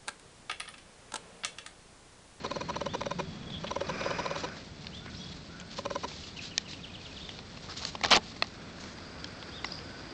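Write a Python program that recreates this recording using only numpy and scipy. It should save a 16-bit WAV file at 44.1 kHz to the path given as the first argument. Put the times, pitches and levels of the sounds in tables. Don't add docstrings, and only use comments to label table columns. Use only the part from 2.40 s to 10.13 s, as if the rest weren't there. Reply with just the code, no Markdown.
import sys
import numpy as np
from scipy import signal
from scipy.fft import rfft, irfft, next_fast_len
from scipy.io import wavfile
from scipy.ndimage import uniform_filter1d

SR = 44100
rng = np.random.default_rng(int(sys.argv[2]) if len(sys.argv) > 2 else 0)


def gain_from_decibels(decibels):
    exponent = np.asarray(decibels, float) / 20
    return 10 ** exponent


def transcribe(signal):
    frames = np.atleast_2d(signal).T
    limited = np.clip(frames, -1, 1)
    pcm = np.round(limited * 32767).astype(np.int16)
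    wavfile.write(sys.argv[1], SR, pcm)


N = 340893

# pitch in Hz, level in dB, time to die by 60 dB in seconds.
CASE_RINGS = [(381.3, -23.5, 0.29), (494, -20, 0.02), (568, -8.5, 0.051), (680, -15, 0.013),
              (910, -5.5, 0.015), (1033, -3, 0.025), (1250, -7.5, 0.012), (1560, -12.5, 0.011),
              (1835, -16, 0.01), (2157, -21, 0.028), (2450, -21, 0.025), (2730, -16, 0.0059),
              (3000, -21, 0.023), (3580, -17.5, 0.0083), (3950, -21, 0.018), (4460, -22, 0.01),
              (5770, -16, 0.012)]


def focus_motor(moves, lead_s, first_db, last_db, count):
    steps_per_s = 487.4
    start_s, peak_db, clack_db, thump_db = np.transpose(moves)[:, :, None]
    step = np.arange(count)
    at = np.round((start_s - lead_s + step / steps_per_s) * SR).astype(int)
    speeding_db = first_db * np.clip(1 - step / 3.34, 0, 1)
    speeding_db = speeding_db + last_db * np.clip(step / 3.28 - 1, 0, None)

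    moving = np.zeros(N)
    moving[at] = gain_from_decibels(peak_db + 0.19 * speeding_db)
    rattle = uniform_filter1d(moving, size=100) * rng.standard_normal(N)
    out = gain_from_decibels(25.0) * band(rattle, 740, 6600)
    for k, (hz, level_db, t60) in enumerate(CASE_RINGS):
        heavy = np.clip(1.3 - hz / 4000, 0, 1)
        uneven_db = 2.0 * rng.standard_normal(at.shape)
        steps = np.zeros(N)
        steps[at] = gain_from_decibels(peak_db + heavy * speeding_db + uneven_db)
        rattle_db = 13.5 + 5.6 * (hz > 1200)
        out += gain_from_decibels(level_db) * ring((-1) ** k * steps + gain_from_decibels(rattle_db) * rattle, hz, t60)

    clacks, thumps = np.zeros((2, N))
    last = at[:, -1]
    clacks[last] = gain_from_decibels(peak_db + clack_db + 8.0)[:, 0]
    thumps[last] = gain_from_decibels(peak_db + thump_db + 7.0)[:, 0]
    clack = ring(clacks, 3840, 0.01) + 0.36 * ring(clacks, 2600, 0.0037) + 0.65 * ring(clacks, 1300, 0.004)
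    thump = ring(thumps, 567, 0.046) + 0.14 * ring(thumps, 1015, 0.055) - 0.12 * ring(thumps, 400, 0.15)
    return out + clack + thump


# start of the first move in seconds, level above usual in dB.
HUNTS = [(0.114, -0.5), (0.364, 0.8), (0.614, 0.8), (1.313, 0.5), (1.611, 0.5), (1.861, 0.2), (3.459, .5)]
# seconds after the hunt starts, peak in dB, end-stop clack in dB, thump in dB.
SHORT_MOVES = [
    (0, -21, -13, -12),
    (.05, -23, -23, -5),
    (.1, -21, -16, -13),
]
LONG_MOVE = (.181, -22, -20, -13)
# start in seconds, peak in dB, clack in dB, thump in dB.
WAKE_MOVES = [
    (1.243, -23.5, -32, -8),
    (3.389, -23.5, -21, -8.5),
]
# start in seconds, peak in dB, clack in dB, thump in dB.
FIRST_MOVE = [(0.044, -22.5, -7, -11)]


def focus_hunts():
    short = focus_motor(sorted(hunted(SHORT_MOVES) + WAKE_MOVES), 0.0068, first_db=-27.0, last_db=-2.0, count=5)
    long = focus_motor(hunted([LONG_MOVE]), 0.008, first_db=-29.0, last_db=-3.5, count=10)
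    first = focus_motor(FIRST_MOVE, 0.0053, first_db=-28, last_db=-11, count=13)
    return short + long + first


def hunted(moves):
    return [(s + after, db + peak_db, clack_db, thump_db)
            for s, db in HUNTS
            for after, peak_db, clack_db, thump_db in moves]


# time in seconds, level in dB.
ZOOM_LEVEL = [(1.42, -56), (1.58, -47), (1.66, -45), (1.74, -46), (1.84, -48), (1.97, -50), (2.14, -57.5),
              (2.25, -66)]
# pitch in Hz, level in dB per Hz.
ZOOM_COLOUR = [(150, -31), (250, -8.5), (636, -4), (853, -16.5), (2560, -12), (2720, -20), (5010, -22.5),
               (7000, -31), (9100, -54), (15400, -120)]
# pitch in Hz, width in Hz, level in dB.
ZOOM_GEARS = [(1225, 190, -4), (1570, 180, -4.5), (2418, 69, -8.5), (5000, 190, -10.5), (5840, 160, -17)]


def zoom_motor():
    white = rng.standard_normal(N)
    gears = sum(gain_from_decibels(db) * narrow_noise(hz, width_hz, white) for hz, width_hz, db in ZOOM_GEARS)
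    whirr = coloured(white, ZOOM_COLOUR) + gears
    level_db = in_time(ZOOM_LEVEL, outside=-120)[0] + 5.0
    return gain_from_decibels(level_db + 0.83 * drift(30)) * whirr


# time in seconds, peak in dB, delay of the bounce in seconds, bounce in dB.
KNOCKS = [
    (4.179, -8, 0.003, -29),
    (6.0232, -11.5, 0.00128, -7),
    (7.2441, -24.5, 0.001175, 7),
    (6.8433, -24, .002, 0),
    (6.0697, -29, .001, -14),
    (2.4686, -27.5, 0.00146, -1),
]
# pitch in Hz, level in dB, time to die by 60 dB in seconds.
KNOCK_RINGS = [
    [(700, -17.5, 0.013), (1810, -13, 0.018), (2390, -11.5, 0.016), (3100, -8.5, 0.011),
     (3600, -9.5, 0.015), (4020, -2, 0.0076), (5400, 1, 0.0058), (6000, -2.5, 0.0067), (6660, -1.5, 0.0068)],
    [(680, -4, 0.018), (1240, -4, 0.012), (1940, -3.5, 0.012), (2600, -2.5, 0.014), (3400, -3.5, 0.01),
     (4230, 1.5, 0.009), (5200, -10, 0.0073), (6040, -16, .008)],
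    [(955, -2.5, 0.012), (2010, -0.5, 0.016), (2830, -7, 0.014), (3380, -8, 0.011), (4040, -3, 0.011),
     (4640, -8, .01), (6880, -13, .008)],
    [(1640, -8, 0.014), (2530, -13, .012), (3200, -3, 0.011), (4250, -0.5, 0.006), (5350, -2, .008),
     (6900, -9, 0.0063)],
    [(3300, -9, 0.0056), (4600, -4, 0.0046), (5800, -5, .005), (6900, -8, .005)],
    [(1650, -12, .012), (2750, 0, 0.011), (3600, -1.5, 0.011), (4260, -0.5, 0.011), (5400, -7, .008)],
]


def knocks():
    out = np.zeros(N)
    for (s, peak_db, bounce_s, bounce_db), rings in zip(KNOCKS, KNOCK_RINGS):
        contact = np.zeros(N)
        contact[round(s * SR)] = gain_from_decibels(peak_db - 2.5)
        contact[round((s + bounce_s) * SR)] = -gain_from_decibels(peak_db + bounce_db - 7.0)
        for k, (hz, db, t60) in enumerate(rings):
            out += (-1) ** k * gain_from_decibels(db) * ring(contact, hz, t60)
    return band(band(out, 200, 7300), 200, 7600)


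# time in seconds, peak in dB, main ring in Hz.
DULL_TICKS = [(0.6334, -31, 2380), (1.0306, -42, 3350), (1.8804, -42, 2450), (3.6853, -37, 3700),
              (4.989, -31.5, 3700), (5.5513, -26.5, 900), (5.554, -28, 3200), (6.4385, -34, 5500),
              (6.458, -40, 5800), (6.785, -42, 2900), (3.715, -35, 2400), (2.445, -36, 2500),
              (5.435, -30, 5200), (6.0452, -32, 1970), (6.384, -37, 1570), (6.5844, -34, 1930),
              (7.0263, -32, 3430)]
# time in seconds, peak in dB, main ring in Hz.
DRY_TICKS = [(1.1029, -37, 3400), (2.0872, -31, 1460), (2.1675, -33, 1840), (2.6608, -31, 1540),
             (5.172, -34, 2550), (5.242, -38, 3600), (6.0275, -31, 1900), (6.04, -35, 4500),
             (6.754, -42, 2500), (4.3325, -33, 2730), (4.8913, -29, 3300), (5.6122, -23, 1900),
             (5.9648, -34, 2030), (7.2464, -19, 1980), (3.2116, -35, 3220), (7.3218, -33, 4770),
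             (7.3894, -39, 3300)]
# time in seconds, peak in dB, main ring in Hz.
BRIGHT_TICKS = [
    (5.451, -19.5, 4500),
    (6.8695, -45, 6000),
    (3.4, -42, 5500),
]
# time in seconds, peak in dB, main ring in Hz.
THIN_TICKS = [
    (3.199, -33.5, 6450),
    (5.3743, -34, 6800),
]
# time in seconds, peak in dB, main ring in Hz, bright part in dB.
SLIPS = [(5.6366, -13, 2600, -6), (5.6405, -13.5, 1940, -18), (5.6481, -5.5, 1680, -23),
         (5.653, -18, 1760, -17), (5.6573, -24, 3000, -13), (5.66, -17, 5000, -9), (5.684, -31, 4000, -6),
         (5.7057, -23, 6900, 5), (5.7079, -26, 3400, -15), (5.7102, -25, 4500, -11),
         (5.7122, -6, 5240, -13), (5.715, -5.5, 1160, -26), (5.7171, -20, 940, -23),
         (5.7204, -7, 2630, -25), (5.7232, -17, 3400, -20), (5.7257, -4, 3340, -34),
         (5.727, -11.5, 1070, -22), (5.7317, -17, 3500, -12), (5.7341, -4.5, 3270, -24),
         (5.7377, -8, 1260, -28), (5.7391, -16, 3380, -25), (5.7423, -13, 2450, -23),
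         (5.7449, -16, 2700, -23), (5.7462, -14, 3270, -25), (5.7479, -13, 2300, -16),
         (5.7497, -17, 2900, -16), (5.7532, -14, 3610, -17), (5.7559, -7.5, 2510, -16),
         (5.7585, -14, 860, -21), (5.7606, -13.5, 4040, -20), (5.7632, -14, 2710, -14),
         (5.7639, -8, 2000, -3), (5.7718, -11, 3000, -11), (5.78, -28, 3300, -29)]


def ticks():
    size = 4000
    out = np.zeros(N + size)
    kinds = [(DULL_TICKS, (-6.5, -23)), (DRY_TICKS, (-9.5, -13.5)), (BRIGHT_TICKS, (-17, -2)), (THIN_TICKS, (-27, 7.3))]
    touches = sorted((*tick, *kind) for rows, kind in kinds for tick in rows)
    touches += [(s, db - 1.5, hz, -13, edge_db + 4.5) for s, db, hz, edge_db in SLIPS]
    noises = rng.standard_normal((len(touches), size))
    for (s, peak_db, hz, low_db, high_db), white in zip(touches, noises):
        t60 = 0.014 * gain_from_decibels(-0.39 * (peak_db + 30))
        puff = white * gain_from_decibels(-60 * np.arange(size) / SR / max(t60, .003))
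        puff[0] = 2.5 * np.sign(puff[0])
        middle = 0.72 * peak_one(ring(puff, hz, .0045)) + 0.73 * peak_one(band(puff, 1400, 5200))
        low = peak_one(ring(puff, 865, 0.016) + ring(puff, 1084, 0.017))
        high = peak_one(band(puff, 6240, 7320))
        tick = middle + gain_from_decibels(low_db - 0.5) * low + gain_from_decibels(high_db - 2.5) * high
        out[round(s * SR):][:size] += gain_from_decibels(peak_db) * tick
    return out[:N]


# start in seconds, hold in seconds, level in dB, low part in dB.
CRUNCH = [
    (5.636, 0.01, -23, -21),
    (5.657, 0.005, -28.5, -3),
    (5.67, 0.034, -33.5, -16),
    (5.707, 0.0043, -23, -10),
    (5.711, 0.0095, -23.5, -5.5),
    (5.717, 0.017, -12, -23),
    (5.742, 0.019, -18.5, -14.5),
    (5.767, .003, -23.5, -0.5),
    (5.778, .003, -35.5, 3.5),
]
# pitch in Hz, level in dB per Hz.
CRUNCH_COLOUR = [(710, -24.5), (1200, 8.5), (1570, -8.5), (2080, -0.5), (2810, -3.5), (4160, 1),
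                 (6100, -11.5), (8800, -40), (11400, -72), (19400, -120)]


def crunch():
    rise, skin_fall, shell_fall = 5000, 1200, 800
    skin_rows = [(s, hold, db) for s, hold, db, low_db in CRUNCH]
    shell_rows = [(s, hold, db + low_db) for s, hold, db, low_db in CRUNCH]
    skin_db = bursts(skin_rows, rise, skin_fall, -93.5)
    shell_db = bursts(shell_rows, rise, shell_fall, -97)
    slips = grains(3500, spread_db=3.3)
    shell = rms_one(ring(slips, 560, 0.0082) + ring(slips, 780, 0.019) + ring(slips, 1200, 0.0049))
    return gain_from_decibels(skin_db - 5.5) * coloured(slips, CRUNCH_COLOUR) + gain_from_decibels(shell_db) * shell


# start in seconds, hold in seconds, level in dB.
STIRS = [(1.98, 0.024, -48), (2.04, 0.0051, -54), (2.16, 0.053, -56.5), (2.38, .08, -59),
         (2.54, 0.042, -56), (2.7, 0.4, -57), (3.315, 0.0072, -48.5), (3.372, 0.011, -46.5),
         (3.52, .02, -53), (3.585, 0.04, -53.5), (3.683, 0.0091, -48.5), (3.72, 0.17, -53.5),
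         (3.972, 0.012, -51), (4.02, 0.056, -48), (4.286, 0.049, -50), (4.15, 0.065, -55),
         (4.616, .38, -56), (5.1, 0.084, -57), (5.22, 0.05, -55.5), (5.295, 0.035, -50),
         (5.373, 0.0093, -44), (5.42, 0.062, -47), (5.5, 0.047, -54), (5.83, 0.087, -54.5),
         (5.95, 0.044, -57.5), (6.14, 0.012, -56.5), (6.4, 0.1, -57.5)]
# start in seconds, hold in seconds, level in dB.
DRY_STIRS = [(1.98, .04, -58), (3.32, .02, -63), (3.37, 0.037, -62), (3.685, 0.014, -58), (3.75, .13, -61),
             (4.03, 0.026, -67), (4.29, 0.092, -67), (5.38, .011, -54), (5.44, 0.043, -52.5),
             (6.405, 0.071, -57.5), (6.48, .05, -58.5), (6.87, .005, -67)]
# pitch in Hz, level in dB per Hz.
LEAF_COLOUR = [(530, -44.5), (900, -17.5), (1360, -10.5), (1510, -9.5), (2470, -7), (4260, 2.5),
               (7550, -13.5), (8800, -41.5), (11400, -64.5), (19400, -120)]


def rustle():
    rise, fall = 800, 320
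    clumps_db = 1.5 * drift(40)
    crackle = coloured(grains(6000, spread_db=2.0), LEAF_COLOUR)
    hiss = rms_one(band(grains(9000, spread_db=3.5), 4700, 7050))
    hiss_db = bursts(DRY_STIRS, rise, fall, -81.0) + clumps_db
    crackle_db = bursts(STIRS, rise, fall, -60.5) + 4.5 + clumps_db
    return gain_from_decibels(hiss_db) * hiss + gain_from_decibels(crackle_db) * crackle


# start in seconds, length in seconds, middle pitch in Hz, level in dB.
HOOKS = [(0.478, .07, 3560, -55), (2.515, .095, 3480, -56)]
ARCHES = [(4.797, .072, 3740, -54), (7.115, .088, 3700, -53.5)]
COOS = [(2.595, 0.16, 1503, -61.5), (3.085, 0.157, 1490, -58.5)]
RISES = [(2.763, 0.018, 5200, -54.5), (2.808, 0.016, 3600, -55), (2.833, 0.02, 4800, -55),
         (3.905, 0.012, 4500, -57), (5.296, 0.019, 5000, -53), (7.302, 0.023, 4220, -52.5)]
FALLS = [(1.098, 0.011, 3640, -52), (3.735, 0.0064, 3500, -55), (3.779, .01, 3400, -53),
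         (3.835, .014, 2760, -54), (3.877, 0.019, 3500, -57), (4.886, 0.023, 3220, -53),
         (5.313, 0.011, 5100, -56)]
FLICK_UP = [(7.249, .0125, 5300, -51)]
FLICK_DOWN = [(7.2605, .014, 4950, -52)]
PIPS = [(2.786, .06, 3350, -57), (2.775, .05, 5800, -63)]
CHURRS = [(1.135, 0.031, 3400, -50.5), (7.317, 0.011, 4970, -44.5)]
# start in seconds, level in dB.
TRILL = [(4.326, -52), (4.432, -51), (4.54, -52.5), (4.649, -50.5), (4.763, -48)]
# start in seconds, level in dB.
SLOW_PHRASES = [(3.961, -53.5), (4.105, -55), (4.248, -56)]


def song():
    def phrase(beats, after_s, length, hz, louder_db):
        return [(s + after_s, length, hz, db + louder_db) for s, db in beats]
    falls = FALLS + phrase(SLOW_PHRASES, .026, .011, 2610, 0) + phrase(TRILL, -.002, .026, 3250, 0)
    pips = PIPS + phrase(TRILL[:-1], .064, .013, 2510, -6.5)
    churrs = CHURRS + phrase(SLOW_PHRASES, 0, .023, 2980, 0)
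    # glide in Hz per second, share by which the ends sag, warble in Hz
    shapes = [(HOOKS, (9500, .17, 30)), (ARCHES, (2000, .25, 10)), (COOS, (600, .09, 40)),
              (FLICK_UP, (110000, .0, 10)), (FLICK_DOWN, (-155000, .0, 10)), (RISES, (62000, .01, 10)),
              (falls, (-58000, .005, 10)), (pips, (500, .02, 30)), (churrs, (-3000, .02, 170))]
    return [(*note, *shape) for notes, shape in shapes for note in notes]


def birds():
    warbles_per_s, swell_db = 120, 1.5
    dry = np.zeros(N)
    for start, length, middle_hz, db, glide, sag, warble_hz in song():
        u = np.linspace(-1, 1, round(length * SR))
        hz = middle_hz * (1 - sag * u ** 2) + glide * length / 2 * u
        hz = hz + warble_hz * np.sin(np.pi * warbles_per_s * length * u)
        whistle = np.sin(2 * np.pi * np.cumsum(hz) / SR)
        loudness = gain_from_decibels(db + 9.0 + swell_db * u) * (1 - u ** 2) ** 0.62
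        dry[round(start * SR):][:len(u)] += loudness * whistle
    dry = dry * gain_from_decibels(2.8 * drift(90))
    tail = rng.standard_normal(SR // 2) * gain_from_decibels(-60 * np.arange(SR // 2) / SR / .5)
    tail = tail / np.sqrt(np.sum(tail ** 2))
    return dry + gain_from_decibels(-4.0) * signal.fftconvolve(dry, tail)[:N]


# start in seconds, end
# in seconds, pitch in Hz, width in Hz.
FAR_LINES = [(-.3, .4, 4250, 120), (.4, .95, 4600, 70), (.55, .82, 3700, 80), (.75, 1.5, 3350, 90),
             (1.12, 1.185, 3400, 450), (2.06, 2.14, 1500, 150), (2.78, 2.9, 4200, 1800),
             (2.81, 2.9, 3400, 200), (5.285, 5.33, 1300, 1200), (5.4, 5.49, 1000, 1000),
             (6.2, 6.62, 4800, 600), (6.5, 8.4, 4800, 550), (6.1, 7.9, 1500, 500), (7.44, 7.62, 1500, 70),
             (7.31, 7.4, 4900, 900), (.334, .351, 2300, 2200), (1.267, 1.287, 3400, 2200),
             (1.467, 1.48, 4200, 700), (1.632, 1.645, 3500, 1400), (2.655, 2.695, 2100, 1500),
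             (2.742, 2.756, 4100, 1400), (2.908, 2.936, 3900, 1600), (6.95, 7.12, 1480, 150)]
FAR_LINES_DB = [-53.5, -64.5, -58, -57, -43, -52.5, -58, -55, -46, -49, -75, -56.5, -57, -56.5, -54, -44,
                -42, -48, -41.5, -50, -46.5, -49.5, -64]


def far_lines():
    out = np.zeros(N)
    white = rng.standard_normal(N)
    flutter = gain_from_decibels(1.8 * drift(39))
    time = np.arange(N) / SR
    for (start, end, hz, width_hz), db in zip(FAR_LINES, FAR_LINES_DB):
        inside = (time > start) & (time < end)
        arch = np.sin(np.pi * (time[inside] - start) / (end - start)) ** 0.21
        out[inside] += gain_from_decibels(db) * arch * narrow_noise(hz, width_hz, white[inside])
    return flutter * out


# time in seconds, level in dB.
DRONE_LEVEL = [(0, -41), (1.16, -37.5), (1.42, -43), (1.53, -35), (1.85, -40), (2.2, -55), (2.63, -42.5),
               (3.25, -46.5), (3.95, -52), (4.1, -54), (5.4, -52.5), (5.77, -42.5), (5.9, -49), (6.7, -52),
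               (7.73, -54)]
# time in seconds, level in dB.
BREEZE_LEVEL = [(0, -46.5), (.8, -51), (1.3, -48.5), (2.2, -52), (3.3, -52), (4.4, -51.5), (5.2, -51),
                (5.9, -50.5), (6.3, -49), (7.0, -48), (7.73, -48)]
# pitch in Hz, level in dB per Hz.
AIR_COLOUR = [(150, -29), (260, -4), (713, -10.5), (814, -13.5), (945, -13.5), (2480, -17.5), (3140, -23),
              (3430, -17.5), (3810, -27.5), (4690, -22.5), (8110, -37), (9000, -77), (11700, -84),
              (19800, -120)]
# pitch in Hz, level in dB per Hz.
RUMBLE_COLOUR = [(12, -41.5), (20, -14.5), (86, 1), (124, -5), (178, -1), (300, -12), (390, -34.5),
                 (660, -120)]
# pitch in Hz, level in dB.
WHINE = [(7950, -80), (8200, -81)]


def paddock():
    low, deep, white = rng.standard_normal((3, N))
    drone = narrow_noise(176.0, 55, low) + 0.64 * narrow_noise(210.5, 50, low)
    drone = gain_from_decibels(in_time(DRONE_LEVEL)[0] - 7.0) * drone
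    rumble = gain_from_decibels(-49.5) * coloured(deep, RUMBLE_COLOUR)
    whine = sum(gain_from_decibels(db) * narrow_noise(hz, 40, white) for hz, db in WHINE)
    air = gain_from_decibels(in_time(BREEZE_LEVEL)[0] + .5 * drift(30)) * coloured(white, AIR_COLOUR)
    return drone + rumble + air + whine


def in_time(rows, outside=None):
    s, *columns = np.transpose(rows)
    return [np.interp(np.arange(N) / SR, s, c, left=outside, right=outside) for c in columns]


def bursts(rows, rise, fall, floor_db):
    level = np.full(N, float(floor_db))
    for s, hold, db in rows:
        height = max(db - floor_db, 0)
        corners = [s - height / rise, s, s + abs(hold), s + abs(hold) + height / fall]
        at = np.arange(round(corners[0] * SR), round(corners[-1] * SR))
        burst = np.interp(at / SR, corners, [floor_db, db, db, floor_db])
        level[at] = np.maximum(level[at], burst)
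    return level


def drift(rate):
    r = np.exp(-2 * np.pi * rate / SR)
    wander = signal.lfilter([1], [1, -2 * r, r * r], rng.standard_normal(N + SR))
    return rms_one(wander[SR:])


def grains(per_s, spread_db):
    sizes = gain_from_decibels(spread_db * np.minimum(rng.exponential(1, N), 4)) * rng.choice([-1, 1], N)
    return sizes * (rng.random(N) < per_s / SR)


def ring(clicks, hz, t60):
    r, w = gain_from_decibels(-60 / (t60 * SR)), 2 * np.pi * hz / SR
    return signal.lfilter([0, np.sin(w)], [1, -2 * r * np.cos(w), r * r], clicks + 1e-18)


def narrow_noise(hz, width_hz, white):
    t60 = np.log(1000) / (np.pi * width_hz)
    return rms_one(ring(ring(white, hz, t60), hz, t60))


def coloured(x, spectrum):
    hz, db = np.transpose(spectrum)
    size = next_fast_len(N)
    grid = np.maximum(np.arange(size // 2 + 1) * SR / size, 1)
    gain = gain_from_decibels(np.interp(np.log(grid), np.log(hz), db, left=-70, right=-70))
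    return rms_one(irfft(rfft(x, size) * gain, size)[:N])


def band(x, low_hz, high_hz):
    return signal.sosfilt(signal.butter(3, [low_hz, high_hz], "band", fs=SR, output="sos"), x)


def rms_one(x):
    return x / np.sqrt(np.mean(x ** 2) + 1e-20)


def peak_one(x):
    return x / np.abs(x).max()


def scene():
    case = band(gain_from_decibels(-5.5) * focus_hunts() + ticks(), 190, 5500)
    camera = case + knocks() + zoom_motor() + crunch()
    surroundings = rustle() + birds() + far_lines() + paddock()
    return (camera + surroundings)[None]


def roll_off(x):
    return signal.sosfilt(signal.butter(12, 9180, fs=SR, output="sos"), x)


def record(dry):
    rounded = .47 * np.tanh(dry / .47)
    top_cut = signal.ellip(10, .5, 95, 8700, fs=SR, output="sos")
    return roll_off(signal.sosfilt(top_cut, rounded))


dry = scene()
out = record(dry)
transcribe(out)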